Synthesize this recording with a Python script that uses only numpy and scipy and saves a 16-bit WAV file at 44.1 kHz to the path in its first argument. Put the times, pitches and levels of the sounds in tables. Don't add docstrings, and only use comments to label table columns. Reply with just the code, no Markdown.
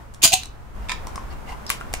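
import sys
import numpy as np
from scipy import signal
from scipy.fft import rfft, irfft
from scipy.io import wavfile
from scipy.ndimage import uniform_filter1d

SR = 44100
rng = np.random.default_rng(int(sys.argv[2]) if len(sys.argv) > 2 else 0)


def persist_wave(psi):
    counts = np.round(np.clip(psi, -1, 1) * 32767).astype(np.int16)
    wavfile.write(sys.argv[1], SR, np.atleast_2d(counts).T)


N = 88200
TIME = np.arange(N) / SR


def amp(db):
    return 10 ** (np.asarray(db) / 20)


def unit_rms(x):
    return x / np.sqrt(np.mean(x ** 2) + 1e-20)


def curve_at(points, hz):
    f, value = np.transpose(points)
    return np.interp(np.log(hz + 1), np.log(f + 1), value)


def add(mix, start_s, sound):
    part = mix[:, max(round(start_s * SR), 0):][:, :sound.shape[-1]]
    part += sound[..., :part.shape[1]]


def noise(colour, correlation):
    a, b = rng.standard_normal((2, N))
    pair = np.array([a, correlation * a + np.sqrt(1 - correlation ** 2) * b])
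    gain = amp(curve_at(colour, np.fft.rfftfreq(N, 1 / SR)))
    return unit_rms(irfft(rfft(pair) * gain, N))


def waver(hz):
    lowpass = np.exp(-(np.fft.rfftfreq(N, 1 / SR) / hz) ** 2)
    return unit_rms(irfft(rfft(rng.standard_normal(N)) * lowpass, N))


def mode(hz, db, rise_s, t60_s, phase=0):
    t = TIME[:SR // 2]
    phase = np.atleast_1d(phase)[..., :len(t)]
    envelope = np.minimum(t / rise_s, 1) * amp(db - 60 * t / t60_s)
    return envelope * np.sin(2 * np.pi * hz * t + phase)


def bursts(rows, colour, correlation=0.34, rise_s=0.00034, fall_s=0.0028):
    power = np.zeros(N)
    for start_s, length_s, db in rows:
        attack = np.clip((TIME - start_s) / rise_s, 0, 1)
        release = np.exp(-2 * np.maximum(TIME - start_s - length_s, 0) / fall_s)
        power += amp(db) ** 2 * attack * release
    return np.sqrt(power) * noise(colour, correlation)


def background(hum_hz=119.7, hum_db=-49.5):
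    # time_s, hiss_db, rumble_db
    levels = [(0, -44, -48), (.07, -48, -41), (0.549, -47.5, -40.5), (.745, -47, -39), (.76, -42.5, -32.5),
              (1.15, -39, -36), (1.35, -41.5, -33), (1.6, -40.5, -39.5), (2, -39, -33)]
    # frequency_hz, relative_db
    hiss_colour = [(71, -31.5), (120, -3), (387, -8), (546, -9), (981, -7), (1060, -8), (1530, -13),
                   (1730, -15.5), (4200, -30), (6040, -30.5), (15000, -37)]
    rumble_colour = [(8, -4.5), (25, 1), (55, 0), (75, -1), (100, -13), (150, -28), (210, -13.5),
                     (300, -31.5), (500, -64), (2000, -100)]
    time_s, hiss_db, rumble_db = np.transpose(levels)
    hiss = amp(np.interp(TIME, time_s, hiss_db)) * noise(hiss_colour, correlation=0.05)
    rumble = amp(np.interp(TIME, time_s, rumble_db)) * noise(rumble_colour, correlation=0.47)
    return hiss + rumble + amp(hum_db) * np.sin(2 * np.pi * hum_hz * TIME)


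def metal_ticks(fall_s=0.0016):
    # start_s, level_db, ring_hz, ring_db
    ticks = [(.139, -39, 9480, -56), (0.1455, -34.5, 4740, -47.5), (0.426, -41, 3150, -34),
             (0.434, -27.5, 3920, -23), (0.457, -33.5, 6260, -32), (1.0701, -34.5, 5900, -32),
             (1.1583, -28.5, 5140, -28), (1.666, -31.5, 5230, -24), (1.6942, -19.5, 8050, -34),
             (1.805, -41, 7860, -45), (1.93, -31, 8500, -39)]
    # frequency_hz, relative_db
    colour = [(200, -27), (1000, -1.5), (2500, -3.5), (4800, -1), (8000, 1.5), (11000, -7), (15500, -23)]
    envelope = sum(amp(db) * (TIME >= start_s) * np.exp(-abs(TIME - start_s) / fall_s)
                   for start_s, db, _, _ in ticks)
    out = envelope * noise(colour, correlation=0.4)
    for start_s, _, hz, db in ticks:
        phase = rng.normal(0, 0.99, (2, 1))
        add(out, start_s, mode(hz, db, rise_s=0.00017, t60_s=0.012, phase=phase))
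    return out


def squeaks(bandwidth_share=0.2, rise_share=0.2):
    # start_s, length_s, pitch_hz, level_db
    whistles = [(0.2176, .006, 2700, -26), (0.231, 0.0025, 13640, -14), (0.3246, 0.012, 2804, -15),
                (1.299, 0.051, 4480, -49), (1.662, 0.084, 5000, -38.5)]
    out = np.zeros((2, N))
    for start_s, length_s, hz, db in whistles:
        rasp = np.array([waver(hz * bandwidth_share), waver(hz * bandwidth_share)])
        swell = np.interp(TIME / length_s, [0, rise_share, 1], [0, 1, 0])
        add(out, start_s, amp(db) * swell * np.sin(2 * np.pi * hz * TIME + rasp))
    return out


def opening():
    # start_s, length_s, level_db
    spurts = [(.221, .003, -25), (.228, 0.0021, -17), (.2308, .0012, -12), (.236, .004, -8),
              (.2413, 0.0022, -9.5), (.2455, 0.0037, -6.5), (.252, 0.0028, -6.5), (.2565, 0.0016, -13.5),
              (.263, 0.0024, -16.5), (.2758, 0.0017, -14)]
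    rips = [(.321, 0.0017, -19), (.3255, 0.0012, -29), (.328, 0.0025, -21), (.3302, 0.005, -13.5),
            (.3335, 0.0037, -16), (.337, .0035, -10), (.341, .001, -23)]
    # frequency_hz, relative_db
    spurt_colour = [(100, -21), (400, -23), (774, -18), (1520, -21), (1840, -20.5), (2520, -8.5),
                    (3320, -9), (4860, -6.5), (5870, -12.5), (6810, -2), (7410, -9), (8600, -13),
                    (9500, -6.5), (10400, -17), (12500, -14), (14500, -21), (15500, -19.5)]
    rip_colour = [(59, -57), (100, -10), (467, -23.5), (791, -2), (1340, -39.5), (2270, -15), (2630, -9),
                  (3460, -9), (4020, -7.5), (5870, -12), (6390, -4.5), (8770, -11.5), (9340, -14),
                  (10400, -18), (15500, -22.5)]
    # start_s, pitch_hz, level_db, rise_s, t60_s
    puffs = [(0.2366, 248, -13.5, 0.0013, 0.01), (.244, 60.6, -26.5, 0.0048, .06),
             (0.2505, 170, -17, .002, 0.024)]
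    out = bursts(spurts, spurt_colour) + bursts(rips, rip_colour)
    for start_s, *puff in puffs:
        add(out, start_s, mode(*puff))
    return out * amp([[-0.5], [0.4]])


def can_resonance(crack_s=0.236, tear_s=0.33, flutter_rad=0.12, flutter_hz=69.2):
    lid_hz = [1520, 2465, 2556, 2715, 2835, 2895, 4075, 4466, 4768, 4886, 6435, 7075]
    # crack_db, tear_db
    lid_db = [(-28.5, -54), (-28, -48), (-35.5, -28.5), (-36, -20), (-38, -36), (-30.5, -37.5),
              (-35.5, -37), (-25, -44), (-12.5, -42), (-24, -37.5), (-32, -22.5), (-27, -43)]
    pop_hz = [665, 690, 748]
    # start_s, level_db, rise_s, t60_s
    pops = [(.246, -25.5, .008, .19), (.314, -24, 0.0042, 0.07), (.329, -8, .012, 0.085)]
    out = np.zeros((2, N))
    for hz, (crack_db, tear_db) in zip(lid_hz, lid_db):
        flutter = flutter_rad * waver(flutter_hz)
        phase = flutter + rng.uniform(0, 2 * np.pi) + rng.normal(0, 0.6, (2, 1))
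        for start_s, db in (crack_s, crack_db), (tear_s, tear_db):
            add(out, start_s, mode(hz, db, rise_s=0.006, t60_s=0.16, phase=phase))
    for hz, (start_s, *pop) in zip(pop_hz, pops):
        add(out, start_s, mode(hz, *pop) * amp([[0.4], [-0.4]]))
    return out


def finger_rubs(grain_db=3):
    # start_s, length_s, level_db
    strokes = [(0.791, 0.098, -50), (1.304, 0.046, -41.5), (1.458, 0.092, -37.5)]
    # frequency_hz, relative_db
    colour = [(200, -4), (600, 5), (950, 13.5), (1500, -3.5), (1850, -13), (2100, 10.5), (2400, -8),
              (2750, 4), (3500, -12.5), (4600, -8.5), (8000, -15), (15000, -23)]
    envelope = sum(amp(db) * np.sin(np.pi * np.clip((TIME - start_s) / length_s, 0, 1))
                   for start_s, length_s, db in strokes)
    roughness = unit_rms(uniform_filter1d(rng.standard_normal(N), size=90))
    grain = unit_rms(amp(grain_db * roughness))
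    return envelope * grain * noise(colour, correlation=0.3)


def tab_creak():
    # start_s, length_s, level_db
    slips = [(0.8861, 0.0035, -33.5), (.894, .002, -22), (0.9007, 0.0014, -23.5), (.905, 0.012, -36),
             (0.9165, .003, -21), (0.9186, 0.0026, -26.5)]
    # frequency_hz, relative_db
    colour = [(120, -43), (200, -27), (624, -44), (998, -13.5), (1980, -9.5), (2420, 0), (3120, -15),
              (3730, -4), (4240, -15), (4980, -12), (5760, -20.5), (6770, -14.5), (15000, -40.5)]
    tab_hz = [985, 1298, 1808, 2240, 2383, 3641, 5062]
    tab_db = [-2, -14.5, -5.5, -11.5, -13.5, -10, -10.5]
    out = bursts(slips, colour, correlation=0.13, fall_s=0.0023)
    for start_s, length_s, slip_db in slips:
        for hz, db in zip(tab_hz, tab_db):
            phase = rng.uniform(0, 2 * np.pi) + rng.normal(0, 0.17, (2, 1))
            add(out, start_s, mode(hz, slip_db + db, rise_s=length_s, t60_s=0.065, phase=phase))
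    return out * amp([[-1.8], [1.2]])


def nail_taps(chatter=0.33, chatter_s=0.00091, shudder_rise_s=0.015, shudder_t60_s=0.12, size=2048):
    # start_s, click_db, knock_db, knock_hz, knock_t60_s, shudder_db, left_lead_ms
    taps = [(1.071, -23.5, -25.5, 1030, 0.02, -44, 0), (1.157, -44, -29, 1060, 0.046, -54, 0.062),
            (1.178, -32, -20.5, 1060, .035, -52, 0.027), (1.525, -48, -30.5, 992, 0.086, -71, 0.047),
            (1.702, 2, -13, 1110, 0.015, -23, .16), (1.8111, -28, -21, 1393, 0.021, -58, 0.13),
            (1.9386, -3.5, -13, 740, 0.0078, -53, 0.11)]
    # frequency_hz, relative_db
    click_colour = [(100, 10.5), (500, -18), (1000, -10.5), (2300, 11), (3600, 1), (6000, 6), (8000, 1.5),
                    (9200, -2), (10700, 5.5), (13000, -9), (15500, -7)]
    shudder_colour = [(200, -36), (700, -10), (1100, 9.5), (1500, -15), (2300, -3), (3100, 4), (4300, -3),
                      (8000, -2), (15000, -27)]
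    log_gain = np.log(amp(curve_at(click_colour, abs(np.fft.fftfreq(size, 1 / SR)))))
    click = np.fft.ifft(np.exp(np.conj(signal.hilbert(log_gain)))).real
    out = np.zeros((2, N))
    for start_s, click_db, knock_db, knock_hz, t60_s, shudder_db, lead_ms in taps:
        contact = chatter * rng.standard_normal((2, size)) * np.exp(-TIME[:size] / chatter_s)
        contact[:, 0] = 1
        shudder = np.minimum(TIME / shudder_rise_s, 1) * amp(shudder_db - 60 * TIME / shudder_t60_s)
        tap = shudder * noise(shudder_colour, correlation=0.22)
        add(tap, 0, amp(click_db) * signal.fftconvolve(contact, click[None], axes=1))
        knock = mode(knock_hz, knock_db, rise_s=0.00035, t60_s=t60_s)
        overtone = mode(knock_hz * 1.99, knock_db - 6.5, rise_s=0.0006, t60_s=0.0086)
        add(tap, 0, knock + overtone)
        tap[1] = np.interp(TIME - lead_ms / 1000, TIME, tap[1], left=0)
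        add(out, start_s, tap)
    return out * amp([[0.5], [-0.5]])


def room(x, build_s=0.0027):
    # frequency_hz, correlation
    likeness = [(200, 1), (750, 0), (1500, 1), (15000, 0.096)]
    # frequency_hz, t60_s
    decay_times = [(150, .3), (700, 0.17), (2000, 0.29), (5000, 0.29), (9000, 0.13), (15000, .28)]
    # frequency_hz, level_db
    levels = [(100, -18), (700, -10), (2000, -6), (5000, -7.5), (9000, -4), (15000, -13.5)]
    # delay_s, level_db
    echoes = [(.0024, -13), (.0105, -16.5), (.0125, -18.5), (.017, -26.5)]
    hz, t, bands = signal.stft(rng.standard_normal((2, SR)), SR, nperseg=256)
    correlation = np.clip(curve_at(likeness, hz), -1, 1)[:, None]
    bands[1] = correlation * bands[0] + np.sqrt(1 - correlation ** 2) * bands[1]
    decay = amp(-60 * t / curve_at(decay_times, hz)[:, None]) * np.minimum(t / build_s, 1)
    energy = SR * np.mean(decay ** 2, axis=1, keepdims=True)
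    decay *= amp(curve_at(levels, hz))[:, None] / np.sqrt(energy)
    response = signal.istft(bands * decay, SR, nperseg=256)[1]
    for delay_s, db in echoes:
        arrivals = np.round(SR * delay_s * rng.uniform(0.95, 1.05, 2)).astype(int)
        response[[0, 1], arrivals] += amp(db)
    return signal.fftconvolve(x, response, axes=1)[:, :N]


def scene(ring_send_db=-2.5):
    handling = opening() + tab_creak() + metal_ticks() + nail_taps() + finger_rubs() + squeaks()
    ringing = can_resonance()
    return handling + ringing + room(handling + amp(ring_send_db) * ringing) + background()


def record(dry, cutoff_hz=15800):
    lowpass = signal.firwin(511, cutoff_hz, window=("kaiser", 8), fs=SR)
    return signal.oaconvolve(np.clip(dry, -1, 1), lowpass[None], "same")


dry = scene()
out = record(dry)
persist_wave(out)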